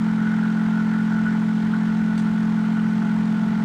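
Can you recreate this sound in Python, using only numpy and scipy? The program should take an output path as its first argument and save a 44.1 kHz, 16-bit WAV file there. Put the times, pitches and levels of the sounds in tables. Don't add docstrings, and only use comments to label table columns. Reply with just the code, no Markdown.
import sys
import numpy as np
from scipy import signal
from scipy.io import wavfile
from scipy.ndimage import uniform_filter1d

SR = 44100
rng = np.random.default_rng(int(sys.argv[2]) if len(sys.argv) > 2 else 0)


def nominal_scale(level):
    x = np.asarray(level, float) / 20
    return 10 ** x


def inscribe(sig):
    pcm = np.round(np.clip(np.atleast_2d(sig).T, -1, 1) * 32767)
    wavfile.write(sys.argv[1], SR, pcm.astype(np.int16))


N = 160524

TURNS_PER_S, START_TURN, DRIFT_TURNS = 43.5947, -.03, .006
LEAD = SR // 2
TURN = np.arange(-25, 162)
DRIFT = DRIFT_TURNS * np.sin(2 * np.pi * (TURN / 160 - .45))
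WEAKER_PER_MS = .3
# (time [s], early-late swing [ms])
WOBBLE = [(0, .1), (.1, -.14), (.22, .16), (.35, 0), (.8, -.05), (1.0, .11), (1.1, -.05), (1.4, -.07),
          (1.7, .18), (1.9, -.08), (2.1, .27), (2.27, -.31), (2.6, .23), (2.8, .03), (3.03, .38),
          (3.2, .14), (3.5, .4), (3.64, .39)]

# (frequency [Hz], level [dB per Hz])
ROOM_NOISE = [(25, -28.5), (60, -16), (110, -18.5), (200, -4), (330, -17), (590, -28.5), (900, -20.5),
              (1500, -22.5)]
ROOM_DB = -38.5
MAINS_HZ, MAINS_DB = 120, -51

# (multiple of turn rate, level [dB])
BODY = [(1, -42), (2, -34.5), (3, -18.5), (4, -4.5), (5, 0.5), (6, -17.5), (7, -24.5), (8, -30), (9, -31),
        (10, -28), (11, -35), (12, -40), (13, -46)]
# (multiple of turn rate, level [dB])
DIPS = [(2.5, -44), (3.45, -20), (5.55, -12), (7.5, -46)]
# (frequency [Hz], level [dB])
TABLE_ABOVE = [(360, -56), (900, -82.5)]
PANELS_BELOW = [(200, -76), (325, -45)]
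PANELS_ABOVE = [(610, -64.5), (900, -85.5)]
PANEL_FROM = 7
TABLE_ANGLE, TABLE_DB, TABLE_UNEVEN = .14, -20, .03
TABLE_SCATTER_MS, TABLE_SWAY = .07, 1.05
PANEL_ANGLE, PANEL_DB = .76, -45.5

# (angle [turns], strength [dB], share of wobble [ratio], scatter [ms], brightness [dB per octave])
TICKS = [(0.66, -3.5, 0.83, 0.027, -5), (.96, -4, 1, 0.025, 1.5), (0.1867, -8.5, 0.64, 0.1, -3)]
# (frequency [Hz], width [Hz], level [dB])
CASING = [(671, 21.2, -1.5), (689, 30.3, -0.5), (872, 71, 1), (928, 37, -4.5), (1081, 114, -3.5),
          (1246, 220, -9.5)]
CASING_BAND_HZ = [630, 3500]
TICK_DB, TICK_UNEVEN, CHATTER_DB = -42, 0.34, -48

# (frequency [Hz], width [Hz], level [dB])
BOWL = [(1471, 16, 0), (1391, 16, -4), (1513, 18, -7), (1437, 16, -9), (1558, 24, -10), (1606, 18, -13),
        (1345, 20, -9), (1940, 60, -13), (1777, 16, -13), (2090, 36, -17), (3020, 70, -22)]
# (time [s], level [dB])
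RATTLE = [(0.0, -40), (0.1, -37.5), (1.34, -38), (1.6, -46), (1.64, -39.5), (2.55, -42.5), (2.64, -40),
          (3.63, -43), (3.64, -48)]
RATTLE_TRIM_DB = 0.5
# (angle [turns], decay [turns], level [dB])
SHAKES = [(.63, 0.13, -1), (.03, .12, -3)]
SHAKE_UNEVEN_DB, SHAKE_REST_DB = 3.0, -17
# (time [s], peak level [dB])
JOLTS = [
    (0.269, -20),
    (0.3374, -19.5),
    (0.613, -36),
    (0.725, -27),
    (.9555, -33),
    (1.2088, -32),
    (1.2642, -23),
    (1.736, -22),
    (2.641, -25),
    (3.0187, -27),
]
JOLT_T60, JOLT_TRIM_DB = 0.076, -2.2

# (frequency [Hz], level [dB per Hz])
AIR = [(900, -19), (1900, -1), (2600, -8.5), (3200, -8.5), (5000, -16.5), (8000, -22.5), (11000, -32.5),
       (15500, -45)]
AIR_DB = -46
# (angle [turns], width [turns], rise [dB])
GUSTS = [(.97, .08, 3.6), (.75, .04, 2.0)]

# (time [s], peak level [dB], tilt towards treble [dB per octave])
TAPS = [
    (2.1794, -25, 0),
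    (2.183, -33, -6),
    (2.194, -34, -3),
    (2.199, -37, -6),
    (1.0617, -41, 3),
    (2.1755, -43, 0),
]
# (frequency [Hz], level [dB], time to fade by 60 dB [s])
DOME = [(7900, 0, .007), (4700, 0, .012), (6200, -4, .008), (10700, -10, .004), (13500, -17, .003),
        (3500, -4, .02), (2750, -7, .03)]
# (frequency [Hz], level [dB per Hz])
BRUSH = [(2000, -25), (3500, 1), (8000, -5), (10500, -9), (12000, -28)]
BRUSH_S, BRUSH_DB, BRUSH_T60 = 2.18, -45, .2

MIC_EDGE_HZ = 11500


def evened(x):
    return x / np.sqrt(np.mean(x ** 2) + 1e-20)


def curve(points, t):
    s, value = np.transpose(points)
    return np.interp(t, s, value)


def read(points, hz):
    f, value = np.transpose(points)
    return np.interp(np.log(hz + 1), np.log(f + 1), value)


def ring(x, hz, width):
    r = np.exp(-np.pi * width / SR)
    return (1 - r) * signal.lfilter([1, 0, -1], [1, -2 * r * np.cos(2 * np.pi * hz / SR), r * r], x)


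def causal(points, size=32768):
    log_gain = np.log(nominal_scale(read(points, abs(np.fft.fftfreq(size, 1 / SR)))))
    return np.fft.ifft(np.exp(np.conj(signal.hilbert(log_gain)))).real[:size // 4]


def noise(points, patch_db, size=512):
    frames, hz = 4 * N // size + 5, np.fft.rfftfreq(size, 1 / SR)
    a, b, patches = rng.standard_normal((frames, len(hz), 3)).T
    patches = uniform_filter1d(patches, size=8, axis=0)
    patches = evened(uniform_filter1d(patches, size=6000 // size + 1, axis=1))
    z = (a + 1j * b) * nominal_scale(read(points, hz)[:, None] + patch_db * patches)
    return evened(signal.istft(z, nperseg=size, noverlap=3 * size // 4)[1][:N])


def knocks(angle, share, scatter_ms, uneven):
    s = (TURN + angle - START_TURN - DRIFT) / TURNS_PER_S
    luck = rng.standard_normal((len(TURN), 2))
    late_ms = share * curve(WOBBLE, s) * (-1.) ** TURN
    s = s + 1e-3 * (late_ms + scatter_ms * luck[:, 0])
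    size = 1 + uneven * luck[:, 1] - WEAKER_PER_MS * late_ms
    at = s * SR + LEAD
    keep = at > 0
    size, at = size[keep], at[keep]
    whole, part = at.astype(int), at % 1
    out = np.zeros(N + 2 * SR)
    out[whole], out[whole + 1] = size * (1 - part), size * part
    return out[:N + LEAD]


def burst(angle, decay):
    turns = np.arange(N) / SR * TURNS_PER_S + START_TURN - angle
    return np.exp(-(turns % 1) / decay), np.floor(turns).astype(int) + 2


def softened(x):
    return signal.sosfilt(signal.butter(2, CASING_BAND_HZ[1], fs=SR, output="sos"), x)


def room():
    return nominal_scale(ROOM_DB) * noise(ROOM_NOISE + [(2500, -53)], patch_db=3.0, size=2048)


def hum():
    return nominal_scale(MAINS_DB) * np.sqrt(2) * np.sin(2 * np.pi * MAINS_HZ * np.arange(N) / SR)


def boom():
    body = [(k * TURNS_PER_S, db) for k, db in BODY]
    dips = [(k * TURNS_PER_S, db) for k, db in DIPS]
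    table = sorted(body[:PANEL_FROM] + dips) + TABLE_ABOVE
    panels = PANELS_BELOW + body[PANEL_FROM:] + PANELS_ABOVE
    low = knocks(TABLE_ANGLE, share=TABLE_SWAY, scatter_ms=TABLE_SCATTER_MS, uneven=TABLE_UNEVEN)
    high = knocks(PANEL_ANGLE, share=0.61, scatter_ms=0.055, uneven=0.14)
    out = 0
    for db, train, part in [(TABLE_DB, low, table), (PANEL_DB, high, panels)]:
        boomed = signal.oaconvolve(train, causal(part))[LEAD:LEAD + N]
        out = out + nominal_scale(db) * evened(boomed)
    return out


def ticks():
    trains = []
    for angle, db, share, scatter_ms, tilt_db in TICKS:
        trains.append((knocks(angle, share, scatter_ms, TICK_UNEVEN)[LEAD:], db, tilt_db))
    chatter = 0.34 + burst(0.98, 0.9)[0] + 0.2 * burst(1.0, 0.25)[0]
    chatter = chatter * rng.standard_normal(N)
    struck, shaken = 0, 0
    for hz, width, mode_db in CASING:
        train = sum(nominal_scale(db + tilt_db * np.log2(hz / 860)) * x for x, db, tilt_db in trains)
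        struck = struck + nominal_scale(mode_db) * ring(ring(train, hz, width), hz, 3 * width)
        shaken = shaken + nominal_scale(mode_db) * ring(ring(chatter, hz, 4.3 * width), hz, 3 * width)
    both = nominal_scale(TICK_DB) * evened(struck) + nominal_scale(CHATTER_DB) * evened(shaken)
    edge = signal.butter(5, CASING_BAND_HZ[0], "high", fs=SR, output="sos")
    return signal.sosfilt(edge, softened(both))


def bowl():
    drive = nominal_scale(SHAKE_REST_DB) * np.ones(N)
    for angle, decay, db in SHAKES:
        bump, turn = burst(angle, decay)
        uneven_db = SHAKE_UNEVEN_DB * rng.standard_normal(len(TURN))[turn]
        drive = drive + bump * nominal_scale(db + uneven_db)
    drive = drive * rng.standard_normal(N)
    rung = 0
    for hz, width, db in BOWL:
        rung = rung + nominal_scale(db) * evened(ring(ring(drive, hz, width), hz, 6 * width))
    out = evened(rung) * nominal_scale(curve(RATTLE, np.arange(N) / SR) + RATTLE_TRIM_DB)
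    t = np.arange(6000) / SR
    for s, peak_db in JOLTS:
        jolt = sum(nominal_scale(db) * np.sin(2 * np.pi * (hz * t + rng.uniform(-0.2, .15))) for hz, _, db in BOWL)
        jolt = jolt * np.minimum(t / 0.0019, 1) * nominal_scale(-60 * t / JOLT_T60)
        start = round(s * SR)
        out[start:][:len(t)] += nominal_scale(peak_db + JOLT_TRIM_DB) * (jolt / abs(jolt).max())[:N - start]
    return softened(out)


def air():
    turns = np.arange(N) / SR * TURNS_PER_S + START_TURN + .5
    puff_db = 0
    for angle, width, db in GUSTS:
        away = (turns - angle) % 1 - .5
        puff_db = puff_db + db * np.exp(-.5 * (away / width) ** 2)
    return nominal_scale(AIR_DB) * evened(noise(AIR, patch_db=0.88) * nominal_scale(puff_db))


def taps():
    t, out = np.arange(4000) / SR, np.zeros(N)
    for s, peak_db, tilt_db in TAPS:
        tick = 0
        for hz, db, t60 in DOME:
            fade = nominal_scale(db + tilt_db * np.log2(hz) - 60 * t / t60)
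            tick = tick + fade * np.sin(2 * np.pi * hz * rng.uniform(.97, 1.03) * t)
        out[round(s * SR):][:len(t)] += nominal_scale(peak_db) * tick / abs(tick).max()
    since = np.arange(N) / SR - BRUSH_S
    fade = np.clip(since / .004, 0, 1) * nominal_scale(BRUSH_DB - 60 * np.maximum(since, 0) / BRUSH_T60)
    return out + noise(BRUSH, patch_db=3.0) * fade


def scene():
    return (room() + hum() + boom() + ticks() + bowl() + air() + taps())[None]


def top_cut(x):
    return signal.sosfilt(signal.butter(12, 15310, fs=SR, output="sos"), x)


def record(dry):
    heard = signal.sosfilt(signal.butter(2, MIC_EDGE_HZ, fs=SR, output="sos"), dry)
    return top_cut(heard)


dry = scene()
out = record(dry)
inscribe(out)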